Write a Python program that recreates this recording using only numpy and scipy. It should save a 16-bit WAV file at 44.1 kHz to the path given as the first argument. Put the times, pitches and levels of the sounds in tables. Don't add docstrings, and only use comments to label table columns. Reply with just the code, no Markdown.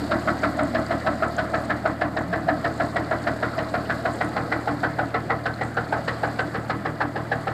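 import sys
import numpy as np
from scipy import signal
from scipy.io import wavfile
from scipy.ndimage import uniform_filter1d

SR = 44100
rng = np.random.default_rng(int(sys.argv[2]) if len(sys.argv) > 2 else 0)


def dump(signal):
    limited = np.clip(np.atleast_2d(signal).T, -1, 1)
    pcm = np.round(limited * 32767).astype(np.int16)
    wavfile.write(sys.argv[1], SR, pcm)


def boost_factor(decibels):
    exponent = np.asarray(decibels, float) / 20
    return 10 ** exponent


N = 332073
T = np.arange(N) / SR

# time in seconds, firings counted so far.
CRANK = [(-0.3176, -3), (0.159, 0), (0.7933, 4), (1.426, 8), (2.0572, 12), (2.6867, 16), (3.3147, 20),
         (3.941, 24), (4.5657, 28), (5.189, 32), (5.811, 36), (6.4317, 40), (7.0515, 44), (7.6703, 48)]
# time in seconds, level in dB.
CHURN = [(0, -49), (0.9, -51.5), (1.65, -52.5), (2.01, -57.5), (2.3, -56), (2.81, -52), (3.0, -53.5),
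         (3.33, -52), (4.09, -51.5), (4.78, -53), (5.14, -56.5), (5.75, -55.5), (6.19, -52), (7.0, -57.5),
         (7.53, -54)]
# time in seconds, low throat in Hz, middle throat in Hz.
THROATS = [(0, 615, 1360), (1.6, 655, 1300), (3.4, 661, 1395), (4.8, 745, 1532), (5.2, 743, 1300),
           (7.53, 778, 1272)]


def rms_one(x):
    return x / np.sqrt(np.mean(x ** 2) + 1e-20)


def in_time(rows):
    s, *columns = np.transpose(rows)
    return [np.interp(T, s, c) for c in columns]


def at(rows, s, column):
    return np.interp(s, [row[0] for row in rows], [row[column] for row in rows])


def drift(rate, size=N):
    r = np.exp(-80 * np.pi * rate / SR)
    white = rng.standard_normal(size // 40 + 2002)
    slow = signal.lfilter([1], [1, -2 * r, r * r], white)[2000:]
    return np.interp(np.arange(size) / 40, np.arange(len(slow)), slow / slow.std())


def resonate(x, hz, width_hz):
    r = np.exp(-np.pi * width_hz / SR)
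    feedback = [1, -2 * r * np.cos(2 * np.pi * hz / SR), r * r]
    return signal.lfilter([(1 - r * r) / 2, 0, (r * r - 1) / 2], feedback, x)


def band(x, low_hz, high_hz, order=2):
    return signal.sosfilt(signal.butter(order, [low_hz, high_hz], "band", fs=SR, output="sos"), x)


def throat(gas, hz, width_hz):
    tone = rms_one(resonate(resonate(gas, hz, width_hz), hz, width_hz))
    recent_power = uniform_filter1d(tone ** 2, size=round(SR / width_hz))
    return rms_one(tone / np.sqrt(.15 + recent_power))


def swell(t, rise, t60, tail_db, tail_t60):
    fall = boost_factor(-60 * t / t60) + boost_factor(tail_db - 60 * t / tail_t60)
    return (1 - np.exp(-(t / rise) ** 2)) * fall


def add(out, x, s):
    i = round(s * SR)
    x = x[max(-i, 0):N - i]
    out[max(i, 0):max(i, 0) + len(x)] += x


def taps(rows, cycles, width):
    out, t = np.zeros(N), T[:int(.03 * SR)]
    for s, peak_db, hz in rows:
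        noise = band(rng.standard_normal(len(t)), 0.8 * hz, 1.22 * hz)
        burst = rms_one(resonate(noise, hz, width * hz)) * swell(t, 0.002, cycles / hz, -31, .03)
        add(out, boost_factor(peak_db + 4) * burst, s)
    return out


def roll(s):
    return np.cos(2 * np.pi * (s - .3) / 2.16)


def firings():
    # start in seconds, tonk level in dB,
    # middle throat level in dB, upper throat level in dB, upper throat pitch in Hz.
    fore = [(0.112, -13.5, -12, -25, 1575), (0.433, -16, -8.5, -22, 1490), (0.748, -15, -19, -24, 1700),
            (1.064, -12.5, -13.5, -26, 1606), (1.382, -13, -19, -21.5, 1510),
            (1.6984, -18.5, -15, -21.5, 1670), (2.013, -12, -19, -23.5, 1680),
            (2.329, -16.5, -24, -22, 1710), (2.6449, -15.5, -22, -22.5, 1800),
            (2.96, -15, -15.5, -23, 1950), (3.269, -12, -15, -24, 1720), (3.581, -18.5, -20, -27, 1850),
            (3.897, -18, -12.5, -24, 1620), (4.2092, -15, -14.5, -24, 1947), (4.519, -18.5, -12, -23, 1926),
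            (4.8324, -15, -14.5, -21.5, 1490), (5.143, -17.5, -10, -25, 1960),
            (5.4576, -19, -22, -21, 1550), (5.77, -19, -31, -19, 1440), (6.0783, -25.5, -20, -23.5, 1890),
            (6.39, -19, -19, -20, 1570), (6.697, -18, -12.5, -30, 1686), (7.0059, -13, -18, -20, 1665),
            (7.3166, -13.5, -37, -19.5, 1702)]
    aft = [(0.2746, -16, -5, -30, 1510), (0.5887, -11, -13.5, -29, 1490), (0.9065, -16.5, -18.5, -26, 1940),
           (1.223, -13.5, -6.5, -28.5, 1570), (1.5377, -12.5, -11, -25, 1570),
           (1.855, -12.5, -16, -23.5, 1540), (2.1671, -16.5, -25, -23.5, 1760),
           (2.485, -9.5, -19.5, -21.5, 1680), (2.8, -13.5, -14, -27, 1660),
           (3.1114, -16, -14.5, -26.5, 1680), (3.427, -18.5, -12, -28.5, 1468), (3.74, -14, -13, -26, 1460),
           (4.053, -13.5, -14.5, -27.5, 1500), (4.3633, -13.5, -18, -26.5, 1950),
           (4.6741, -14, -19, -25.5, 1400), (4.9871, -12.5, -14, -28, 1510), (5.3, -14, -14, -21.5, 1940),
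           (5.611, -18, -21.5, -24, 1960), (5.9246, -11.5, -24, -22.5, 1530),
           (6.233, -13, -21, -23.5, 1563), (6.544, -22, -20, -29, 1690), (6.853, -18, -17.5, -28.5, 1740),
           (7.1586, -19.5, -39, -28, 1740), (7.471, -16, -18, -32, 1730)]
    earlier = (-0.76, 11, -53, -26, 1504)
    return [earlier] + [row for pair in zip(fore, aft) for row in pair]


def rumble():
    return boost_factor(-72) * rms_one(band(rng.standard_normal(N), 18, 38))


def drone():
    # multiple of the firing rate, level near in dB, level far away in dB.
    overtones = [(7, -54, -55), (8, -66, -66), (10, -63, -65), (11, -58, -58), (12, -40, -47),
                 (13, -60, -62), (14, -60, -60), (16, -58, -57), (17, -60, -53), (18, -39.5, -36.5),
                 (19, -55, -51), (20, -52, -52), (23, -59, -53), (24, -48, -41.5), (25, -54, -52),
                 (29, -48, -58), (30, -43, -54), (31, -53, -60), (35, -51, -55), (36, -43, -54),
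                 (37, -49, -59)]
    turns = in_time(CRANK)[0]
    away = T / T[-1]
    out = 0
    for multiple, near_db, far_db in overtones:
        level_db = near_db + (far_db - near_db) * away + .04 * multiple * drift(2.5)
        lag = .0005 * multiple ** 2 * drift(2.2)
        out = out + np.sqrt(2) * boost_factor(level_db) * np.cos(2 * np.pi * multiple * turns + lag)
    return out


def wash():
    # pitch in Hz, level in dB per Hz.
    colour = [(140, 0), (313, -1.5), (390, -9), (690, -3), (924, -12.5), (1280, -8.5), (2010, -14),
              (2320, -28)]
    swelling = in_time(CHURN)[0]
    white = rng.standard_normal((2, N))
    hz, db = np.transpose(colour)
    out, edges = 0, 128 * 2 ** np.arange(0, 4.9, 1 / 4)
    for k, (low, high) in enumerate(zip(edges, edges[1:])):
        middle = np.log(low * high) / 2
        gain_db = np.interp(middle, np.log(hz), db) + 2.3 * drift(17.0)
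        out = out + boost_factor(gain_db) * band(white[k % 2], low, high)
    return boost_factor(-34 + .5 * (swelling - swelling.mean())) * rms_one(out)


def bubbly(per_s, grain_db):
    size = boost_factor(4.3 * np.minimum(rng.exponential(1, N), 5))
    grains = size * rng.choice([-1, 1], N) * (rng.random(N) < per_s / SR)
    return rng.standard_normal(N) + boost_factor(grain_db) * rms_one(grains)


def spray():
    # pitch in Hz, width in Hz, level in dB at mean churn,
    # share of the churn's swing (a plain factor).
    bright = [(4450, 1510, -53.5, 1.06), (7750, 2500, -60, 0.99), (11700, 6000, -67, 0.88)]
    out = boost_factor(-65) * rms_one(band(rng.standard_normal(N), 2400, 15000, order=1))
    together = drift(32)
    swing_db = in_time(CHURN)[0] + 54
    for hz, width, db, share in bright:
        flicker_db = .8 * together + 1.4 * drift(45)
        water = band(bubbly(900, -3.7), hz - 0.64 * width, hz + 0.34 * width)
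        out += boost_factor(db + share * swing_db + flicker_db) * rms_one(resonate(water, hz, width))
    return out


def splashes():
    # start in seconds, length in seconds, pitch in Hz, level in dB.
    wavelets = [
        (4.1, 0.08, 7700, -55),
        (5.596, 0.14, 7800, -56),
        (5.64, 0.114, 11400, -81),
        (0, 0.068, 295.4, -26.5),
        (.6, 0.28, 238, -35),
        (2.0, 0.19, 190, -36.5),
        (2.24, 0.098, 176.5, -29.5),
        (2.42, 0.066, 172, -35),
        (6.75, 0.1, 199.2, -37),
    ]
    out, longest = np.zeros(N), int(.3 * SR)
    for s, length, hz, db in wavelets:
        spread = .09 if hz > 1000 else .01
        t = T[:int(length * SR)]
        fizz = rng.standard_normal(longest)[:len(t)] * boost_factor(5 * drift(120, size=longest))[:len(t)]
        fizz = rms_one(band(fizz, (1 - spread) * hz, (1 + spread) * hz))
        add(out, boost_factor(db) * fizz * np.sin(np.pi * t / length), s)
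    return out


def drips():
    when, size, pitch = rng.random((60, 3)).T
    s = when ** 1.5 * T[-1]
    peak_db = -42 - 1.2 * s + 3 * (2 * size - 1)
    return taps(zip(s, peak_db, 6000 * 2 ** pitch), 40.0, 0.3)


def thumps():
    fade_db_per_s = .5
    rim_hz, rim_width_hz, rim_db = 2950, 150, -3.5
    out, t = np.zeros(N), T[:int(.1 * SR)]
    for k, (s, *_) in enumerate(firings()):
        gas = rng.standard_normal((3, len(t)))
        blow = rms_one(band(gas[0], 220, 463)) + boost_factor(-9.5) * rms_one(band(gas[1], 810, 1320))
        blow += boost_factor(-11 + 2.5 * s) * throat(gas[1], 539, 65)
        add(out, boost_factor(-26.5 - fade_db_per_s * s) * blow * swell(t, 0.0035, 0.07, -40, .1), s - .004)
        edge = rms_one(band(gas[2] ** 3, 1900, 3400))
        edge += boost_factor(rim_db) * rms_one(resonate(gas[2], rim_hz, rim_width_hz))
        crack_db = -33.5 - 12.0 * (1 - k % 2) - fade_db_per_s * s
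        add(out, boost_factor(crack_db) * edge * swell(t, .002, 0.028, -40, .1), s + 0.0049)
    return out


def tonks():
    aft_lift_hz, lift_hz_per_db = 25, 3.5
    upper_near_db, upper_far_db, swing_s = -45, -31, 3
    tonk, gusts, t = np.zeros(N), np.zeros((3, N)), T[:int(.3 * SR)]
    for k, (s, peak_db, *_) in enumerate(firings()):
        stronger_db = peak_db + 15
        hz = at(THROATS, s, column=1) + aft_lift_hz * (1 - k % 2) + lift_hz_per_db * stronger_db
        boom_db = -26.5 - 0.87 * s + 0.2 * stronger_db + 2.5 * roll(s)
        upper_db = upper_near_db + (upper_far_db - upper_near_db) * min(s / swing_s, 1)
        gas = rng.standard_normal((3, len(t))) * boost_factor(1.8 * drift(46.0, size=len(t)))
        main = band(throat(gas[0], hz, 107.0), 543, 867)
        leak = band(throat(gas[1], 645, 119.0), 548, 840)
        lumps = boost_factor(3.7 * np.cos(2 * np.pi * (t - .009) / 0.0238))
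        add(tonk, boost_factor(peak_db - 6.5) * main * lumps * swell(t, 0.0056, 0.077, -7, 0.21), s - .005)
        leak_db = peak_db - 13.5 + 5.3 * (2.5 - s / 3.5)
        add(tonk, boost_factor(leak_db) * leak * swell(t, 0.038, 0.28, -27, .3), s - .032)
        even = throat(rng.standard_normal(len(t)), 289.0, 107)
        add(gusts[0], boost_factor(boom_db) * even * swell(t, 0.0241, 0.17, -13.5, 1.0), s - .006)
        add(gusts[1], boost_factor(upper_db) * gas[2] * swell(t, 0.005, 0.12, -15.0, 0.83), s - .008)
        add(gusts[2], boost_factor(0.11 * peak_db) * gas[2] * swell(t, 0.029, 0.21, -29.5, 1.0), s - .009)
    return tonk, gusts


def puffs():
    aft_db, fore_db, fade_db_per_s = -34, -31, 0.23
    knock, t = np.zeros(N), T[:int(.25 * SR)]
    for k, (s, _, middle_db, upper_db, upper_hz) in enumerate(firings()):
        middle_hz = at(THROATS, s, column=2)
        hiss_db = (aft_db, fore_db)[k % 2] - fade_db_per_s * s - 0.58 * roll(s)
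        gas = rng.standard_normal((4, len(t))) * boost_factor(2 * drift(170, size=len(t)))
        middle = throat(gas[0], middle_hz, 85.0)
        upper = throat(gas[1], upper_hz, 207)
        broad = rms_one(band(gas[2], 893, 2180, order=3))
        throats = boost_factor(middle_db - 6.5) * middle + boost_factor(upper_db + 6.0) * upper
        throats += boost_factor((middle_db + upper_db) / 2 + 2.5) * broad
        throats = band(throats, 540, 2100, order=3)
        hiss = resonate(gas[3], 3930, 980) + boost_factor(-3) * band(gas[3], 2160, 3690)
        faint_top = rms_one(band(gas[3], 6550, 8600, order=3))
        hiss = rms_one(band(hiss, 1790, 5110, order=4)) + boost_factor(-23) * faint_top
        hiss *= boost_factor(2.5 * drift(110, size=len(t)))
        puff = throats * swell(t, 0.011, 0.097, -11, 0.1)
        puff += boost_factor(hiss_db + 5.5) * hiss * swell(t, .011, 0.078, -24.5, 0.15)
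        add(knock, puff, s - .005)
    return knock


def ring(gust, modes, widen):
    out = 0
    for k, (hz, width, db) in enumerate(modes):
        once = resonate(gust, hz, widen * width)
        out = out + (-1) ** k * boost_factor(db) * resonate(once, hz, widen * width)
    return out


def stack(gusts):
    # pitch in Hz, width in Hz, level in dB.
    silencer = [(190, 36, -8), (241.1, 13.5, -3), (260.5, 34, -12), (289.2, 19.6, 1.5), (333.6, 27, -1.5),
                (418, 35, -8.5), (471, 17.3, 0)]
    # pitch in Hz, width in Hz, level in dB.
    pipe = [(560, 32, 0.5), (616, 66, -5), (660, 4.7, 5.5), (724, 64, -2.5), (760, 18, -23.5),
            (815, 32, -25), (1077.3, 114, -2.5), (1300, 31, 1), (1510, 66, -5.5), (1740, 41, -5.5),
            (1960, 36, -4.5)]
    low = ring(gusts[0], silencer[:5], 1.57)
    upper = ring(gusts[1], silencer[5:], 2.3)
    top = 0
    for k, (hz, width, db) in enumerate(pipe):
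        top = top + (-1) ** k * boost_factor(db + 0.76 * drift(0.83)) * resonate(gusts[2], hz, width)
    trips = np.cos(2 * np.pi * 6 * in_time(CRANK)[0])
    low = rms_one(low) * boost_factor(2.2 * trips)
    top = rms_one(band(top * boost_factor(1.04 * trips), 540, 3160, order=3))
    return boost_factor(-35) * rms_one(low) + boost_factor(-42) * rms_one(upper) + boost_factor(-34.5 - 4 * T / T[-1]) * top


def quay(x):
    # delay in seconds, level in dB.
    echoes = [
        (.022, -14),
        (.041, -12),
        (.066, -26.5),
        (.093, -22.5),
    ]
    out = np.zeros(N)
    for delay, db in echoes:
        add(out, boost_factor(db) * x, delay)
    return band(out, 450, 1440)


def drops():
    # start in seconds, peak level in dB, pitch in Hz.
    clear = [(0.195, -36, 7200), (0.3895, -40, 6300), (0.632, -28, 8150), (0.8619, -35, 7700),
             (1.1538, -39, 6880), (1.281, -35, 7900), (1.3643, -31.5, 6900), (1.5569, -35, 7000),
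             (1.6546, -36.5, 7930), (1.8746, -38, 7260), (2.1889, -36, 7300), (2.7761, -37, 7390),
             (2.9467, -37.5, 7950), (2.9677, -35.5, 7750), (3.2291, -36.5, 7840), (4.1365, -34.5, 7750),
             (4.2453, -31.5, 7960), (4.2896, -36.5, 7340), (4.2258, -38, 8000), (5.7428, -40, 7300),
             (5.9259, -36.5, 8260)]
    return taps(clear, 84.0, 0.14)


def pump():
    # start in seconds, peak level in dB, pitch in Hz.
    knocks = [
        (0.8629, -36, 4620),
        (0.9981, -39, 4550),
        (2.5394, -46, 4450),
        (3.574, -34, 4700),
        (3.852, -40, 2950),
        (5.5377, -36, 4170),
        (5.6907, -54, 4150),
        (5.8507, -43, 4300),
        (5.892, -44, 4200),
    ]
    return taps(knocks, 104, 0.047)


def scene():
    tonk, gusts = tonks()
    knock = tonk + puffs()
    engine = drone() + thumps() + knock + stack(gusts) + quay(knock) + pump()
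    water = wash() + spray() + splashes() + drips() + drops()
    return (rumble() + engine + water)[None]


def roll_off(x):
    return signal.sosfilt(signal.butter(12, 15770, fs=SR, output="sos"), x)


def record(dry):
    thin = signal.sosfilt(signal.butter(2, 35, "high", fs=SR, output="sos"), dry)
    thin = signal.sosfilt(signal.cheby2(18, 45, 15900, fs=SR, output="sos"), thin)
    return roll_off(thin)


dry = scene()
out = record(dry)
dump(out)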